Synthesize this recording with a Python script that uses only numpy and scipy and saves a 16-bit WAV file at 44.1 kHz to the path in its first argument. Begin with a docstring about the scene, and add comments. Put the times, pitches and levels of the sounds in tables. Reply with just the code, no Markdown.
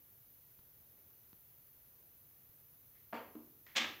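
"""An aluminium ladder is bumped in a bare room: a dull knock, a soft thud that sets the frame humming,
then a light touch and a bright clattering bang. Hard walls ring on after each blow.
Close to the microphone there are a few tiny handling bumps, over quiet room air and a high electronic hiss."""
import sys
import numpy as np
from scipy import signal
from scipy.fft import rfft, irfft
from scipy.io import wavfile

SR = 44100
rng = np.random.default_rng(int(sys.argv[2]) if len(sys.argv) > 2 else 0)


def to_wav(sig):
    """Store sig (one row per channel, or 1-D mono) as 16-bit WAV at the path in sys.argv[1].

    Samples outside -1..1 are clipped; the rate is SR.
    """
    pcm = np.clip(np.atleast_2d(sig), -1, 1) * 32767
    pcm = np.round(pcm).astype(np.int16)
    wavfile.write(sys.argv[1], SR, pcm.T)  # frames by channels


N = 176400

# dull knock, a double contact (s, level dB)
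KNOCKS = [(3.1274, -9.5), (3.1317, -0.5)]
# its colour (Hz, dB)
KNOCK_COLOUR = [(60, -32), (120, -8), (180, -12), (300, -4), (430, -2.5), (620, 1.5), (900, -1.5), (1150, -3), (1700, -10.5), (2400, -14.5), (3300, -22), (3850, -33.5), (4500, -26), (5300, -38), (7500, -41.5), (11000, -65)]
KNOCK_DB, KNOCK_ROOM_DB, KNOCK_ROOM_TILT_DB = -16.5, -13, 2.5  # tilt per octave
# modes of the knock: a few strong, quickly damped ones and faint lasting ones (Hz, dB, t60 s)
KNOCK_MODES = [(596, -36, 0.048), (806, -40.5, 0.044), (1015, -44, 0.069), (1220, -42, .05), (1740, -41, 0.04), (549, -52.5, 0.62), (652, -53.5, 0.33), (914, -64, 0.28), (1150, -63, .32), (2358, -65, .29)]
# soft thud (s, level dB, length of the contact s, softness as a cut-off Hz)
THUDS = [(3.3515, -1, .002, 5000)]
THUD_COLOUR = [(60, -38), (170, -13), (320, 8), (520, 0), (750, -3.5), (1100, -4), (1600, -19), (3000, -21.5), (7000, -41)]
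THUD_DB, THUD_ROOM_DB = -26, -29
# the two bending modes of the frame (Hz, t60 s)
FRAME_MODES = [(234, 0.33), (308, 0.31)]
# blows that bend the frame (s, dB of the lower mode, dB of the upper mode)
FLEXES = [(3.130, -44.5, -50), (3.3531, -48, -46.5), (3.759, -50, -55), (3.8016, -45, -47)]
# metal contacts of the clatter (s, level dB, length of the chatter s, softness as a cut-off Hz)
CLATTER = [(3.7522, -11, 0.0038, 3000), (3.7595, -5, 0.0029, 8000), (3.7645, -0.5, 0.0046, 13000), (3.7778, -0.5, 0.0035, 6600), (3.816, -7, 0.0039, 4000), (3.840, -4, .004, 2500)]
CLATTER_COLOUR = [(60, -50), (105, -16.5), (165, -22.5), (330, -10.5), (430, -16), (540, -12), (750, -9), (1000, -10), (1300, -3.5), (1490, -11.5), (1650, -3.5), (2500, -1), (3550, 0), (4500, -8), (6400, -8.5), (8000, -16.5), (9500, -26.5), (15000, -21)]
# ring of the rails and rungs (Hz, dB, t60 s)
RAIL_MODES = [(533, -8, .35), (775, -10, .45), (1172, -10, .6), (1603, -4, .38), (1655, -1, .36), (1860, -3, .4), (1965, -7, .35), (2037, -2, .34), (2172, -1, .34), (2225, -3, .34), (2376, -5, .35), (2900, -4, .42), (3032, 0, .32), (3146, -5, .39), (3187, -4, .35), (3458, 0, .36), (3514, -2, .3), (3702, -2, .3), (4076, -4, .3), (4770, -10, .28), (5681, -10, .25)]  # fixed
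# light touches of metal before the bang (s, level dB, length of the chatter s, softness as a cut-off Hz)
TOUCHES = [(2.945, -13.5, 0.011, 6000), (3.6635, 0, .0035, 5500), (3.715, -12, 0.0056, 7000)]
TOUCH_COLOUR = [(100, -18), (300, -10), (800, -13.5), (1500, -8), (2050, 1), (2600, -8), (4000, -13.5), (7000, -15), (10000, -28)]
TOUCH_DB, TOUCH_ROOM_DB = -33, -31
# handling bumps at the microphone (s, thump dB, thump Hz, tick dB)
BUMPS = [(0.591, -54, 85, -43.5), (1.3309, -50.5, 150, -39), (1.774, -60, 90, -70), (2.494, -52, 91, -65)]
BUMP_T60_S = 0.032
TICK_COLOUR = [(100, 1), (300, 4), (480, -7), (700, -11), (1000, -2), (1200, -7), (1400, -2), (1800, -13), (2700, -13), (3500, -12), (4700, -12), (6000, -26), (8000, -30)]
# reverberation (Hz, t60 s)
ROOM_T60 = [(120, 1), (300, 0.77), (700, 0.47), (1500, 0.45), (3000, .46), (6000, 0.4), (12000, 0.3)]
ROOM_BUILD_S, ROOM_GAP_S, ROOM_SIDE_DB = 0.0075, 0.0026, -67
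# room air and electronic hiss (Hz, dB per Hz)
AIR = [(20, -27), (45, -8.5), (92, -2), (140, -3), (200, -13), (450, -16.5), (700, -20.5), (1500, -22.5), (5300, -26.5), (6400, -23.5), (7300, -28.5), (9000, -30), (16000, -29)]
HISS = [(8500, -40), (9700, -28.5), (10200, -12), (11200, -8.5), (11900, -2), (13000, -2.5), (13400, -5.5), (14600, 1.5), (15300, -2.5), (15900, -11.5)]
TOP_HZ = 15800  # fixed
FRAME_LOW_HZ = 179  # the thin frame radiates little below this
CLATTER_DB, CLATTER_ROOM_DB, CLATTER_ROOM_TILT_DB = -4.5, -8.5, -0.57  # tilt per octave
RAILS_STRUCK_S, RING_RISE_S = 3.763, 0.0012
# how far the steady noise differs between the channels (Hz, side minus mid dB)
NOISE_SIDE = [(30, -19), (100, -20.5), (400, -15.5), (2000, -9.5), (8000, -3.5), (10500, -13.5), (14000, -24), (15500, -35)]
AIR_DB, HISS_DB = -72, -63
AIR_SIDE_DB = None
HISS_SIDE_DB = None
# soft low murmur of the room, swelling slightly: its colour (Hz, dB per Hz) and its level (s, dB)
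SWELL_COLOUR = None
# soft low rustle over the room air: its colour (Hz, dB per Hz) and its level (s, dB)
RUSTLE_COLOUR = [(100, -12), (200, -3), (300, 0), (550, -0.5), (800, -8.5), (1400, -12.5), (2500, -17.5), (6000, -35)]
RUSTLE_LEVEL = [(0, -83), (.5, -89.5), (.95, -78.5), (1.4, -85), (1.7, -91.5), (2.0, -77.5), (2.25, -86), (2.45, -82.5), (2.7, -87), (4, -84)]
RAILS_DB = -41


def amp(db):
    """Decibels to gain."""
    return 10 ** (np.asarray(db) / 20)


def on_bins(points):
    """Points joined on a log-frequency axis, read at every FFT bin."""
    hz, value = np.array(points, float).T
    return np.interp(np.log(np.arange(N // 2 + 1) * SR / N + 1), np.log(hz), value)


def unit(x):
    """Scale to an energy of one."""
    return x / np.sqrt(np.sum(x ** 2))


def through(x, response):
    """Pass a sound through an impulse response."""
    return signal.fftconvolve(x, response)[:N]


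def since(start):
    """Seconds since a moment, zero before it."""
    return np.maximum(np.arange(N) / SR - start, 0)


def crack(colour, tilt_db=0):
    """The shortest causal pulse with this colour, tilted per octave."""
    octaves = np.log2(np.arange(N // 2 + 1) + 1)
    cepstrum = irfft(np.log(amp(on_bins(colour) + tilt_db * octaves)), N)
    cepstrum[1:N // 2] *= 2
    cepstrum[N // 2 + 1:] = 0
    return unit(irfft(np.exp(rfft(cepstrum)), N))


def ring(start, modes):
    """Damped modes struck at one moment."""
    age = since(start)
    rise = 1 - np.exp(-age / RING_RISE_S)
    return rise * sum(amp(db) * np.sin(2 * np.pi * hz * age) * np.exp(-np.log(1000) * age / t60) for hz, db, t60 in modes)


def room(x):
    """Dense reflections that build up, then die faster in the treble; almost the same in both channels."""
    age = since(ROOM_GAP_S)[:SR]
    noise = rfft(rng.standard_normal((2, SR)))
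    log_hz, centres = np.log(np.arange(noise.shape[1]) + 1), np.log([hz for hz, _ in ROOM_T60])
    tail = 0
    for share, (_, t60) in zip(np.eye(len(centres)), ROOM_T60):
        tail = tail + irfft(noise * np.interp(log_hz, centres, share), SR) * np.exp(-np.log(1000) * age / t60)
    mid, side = (through(x, unit(part * (1 - np.exp(-age / ROOM_BUILD_S)))) for part in tail)
    return mid + amp(ROOM_SIDE_DB) * np.array([side, -side])


def taps(rows):
    """One clean push for each contact."""
    force = np.zeros(N)
    for start, db in rows:
        force[int(start * SR)] += amp(db)
    return force






def knock():
    """A dull double contact with a short, hollow ring, heard directly and from the walls."""
    body = sum(amp(db) * ring(start, KNOCK_MODES) for start, db in KNOCKS)
    direct = through(-taps(KNOCKS), crack(KNOCK_COLOUR))
    walls = room(through(-taps(KNOCKS), crack(KNOCK_COLOUR, KNOCK_ROOM_TILT_DB)))
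    return body + amp(KNOCK_DB) * direct + amp(KNOCK_ROOM_DB) * walls


def thud():
    """A soft bump just after the knock."""
    return chatter(THUDS, THUD_COLOUR, THUD_DB, THUD_ROOM_DB)


def frame():
    """Two low modes of the ladder beat against each other after each blow."""
    hum = sum(ring(start, [(hz, db, t60) for (hz, t60), db in zip(FRAME_MODES, dbs)]) for start, *dbs in FLEXES)
    return signal.sosfilt(signal.butter(2, FRAME_LOW_HZ, "high", fs=SR, output="sos"), hum)


def clatter():
    """Metal touches lightly, then bangs and rattles, and the rails ring on."""
    touches = chatter(TOUCHES, TOUCH_COLOUR, TOUCH_DB, TOUCH_ROOM_DB)
    bang = chatter(CLATTER, CLATTER_COLOUR, CLATTER_DB, CLATTER_ROOM_DB, CLATTER_ROOM_TILT_DB)
    return touches + bang + amp(RAILS_DB) * ring(RAILS_STRUCK_S, RAIL_MODES)


def handling():
    """Tiny dry ticks, each with a low thump."""
    thumps = sum(ring(start, [(hz, db, BUMP_T60_S)]) for start, db, hz, _ in BUMPS)
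    return through(taps([(start, db) for start, _, _, db in BUMPS]), crack(TICK_COLOUR)) - thumps


def steady(colour, db):
    """Even noise of one colour, nearly mono."""
    mid, side = rfft(rng.standard_normal((2, N))) * amp(on_bins(colour))
    mid, side = irfft(mid, N), irfft(side * amp(on_bins(NOISE_SIDE)), N)
    return amp(db) * (mid + np.array([side, -side])) / np.std(mid)


def chatter(rows, colour, direct_db, room_db, tilt_db=0):
    """Loose contacts: each is a short burst of tiny impacts, duller when soft, with its own path through the room."""
    near, far = crack(colour)[:SR], crack(colour, tilt_db)[:SR]
    out = 0
    for start, db, length, soft_hz in rows:
        age = since(start) / length
        burst = unit(rng.standard_normal(N) * age * np.exp(-np.minimum(age, 20)))
        heard = amp(direct_db) * through(burst, near) + amp(room_db) * room(through(taps([(start + length, 0)]), far))
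        out = out + amp(db) * signal.lfilter(*signal.butter(2, min(soft_hz, TOP_HZ), fs=SR), heard)
    return out


def scene():
    """The ladder's blows over the quiet room."""
    rustle = amp(np.interp(since(0), *np.array(RUSTLE_LEVEL).T)) * steady(RUSTLE_COLOUR, 0)
    return steady(AIR, AIR_DB) + steady(HISS, HISS_DB) + rustle + knock() + thud() + frame() + clatter() + handling()


def record(dry):
    """The recorder cuts the top steeply."""
    return signal.sosfilt(signal.ellip(12, .1, 80, TOP_HZ, fs=SR, output="sos"), dry)  # fixed


dry = scene()
out = record(dry)
to_wav(out)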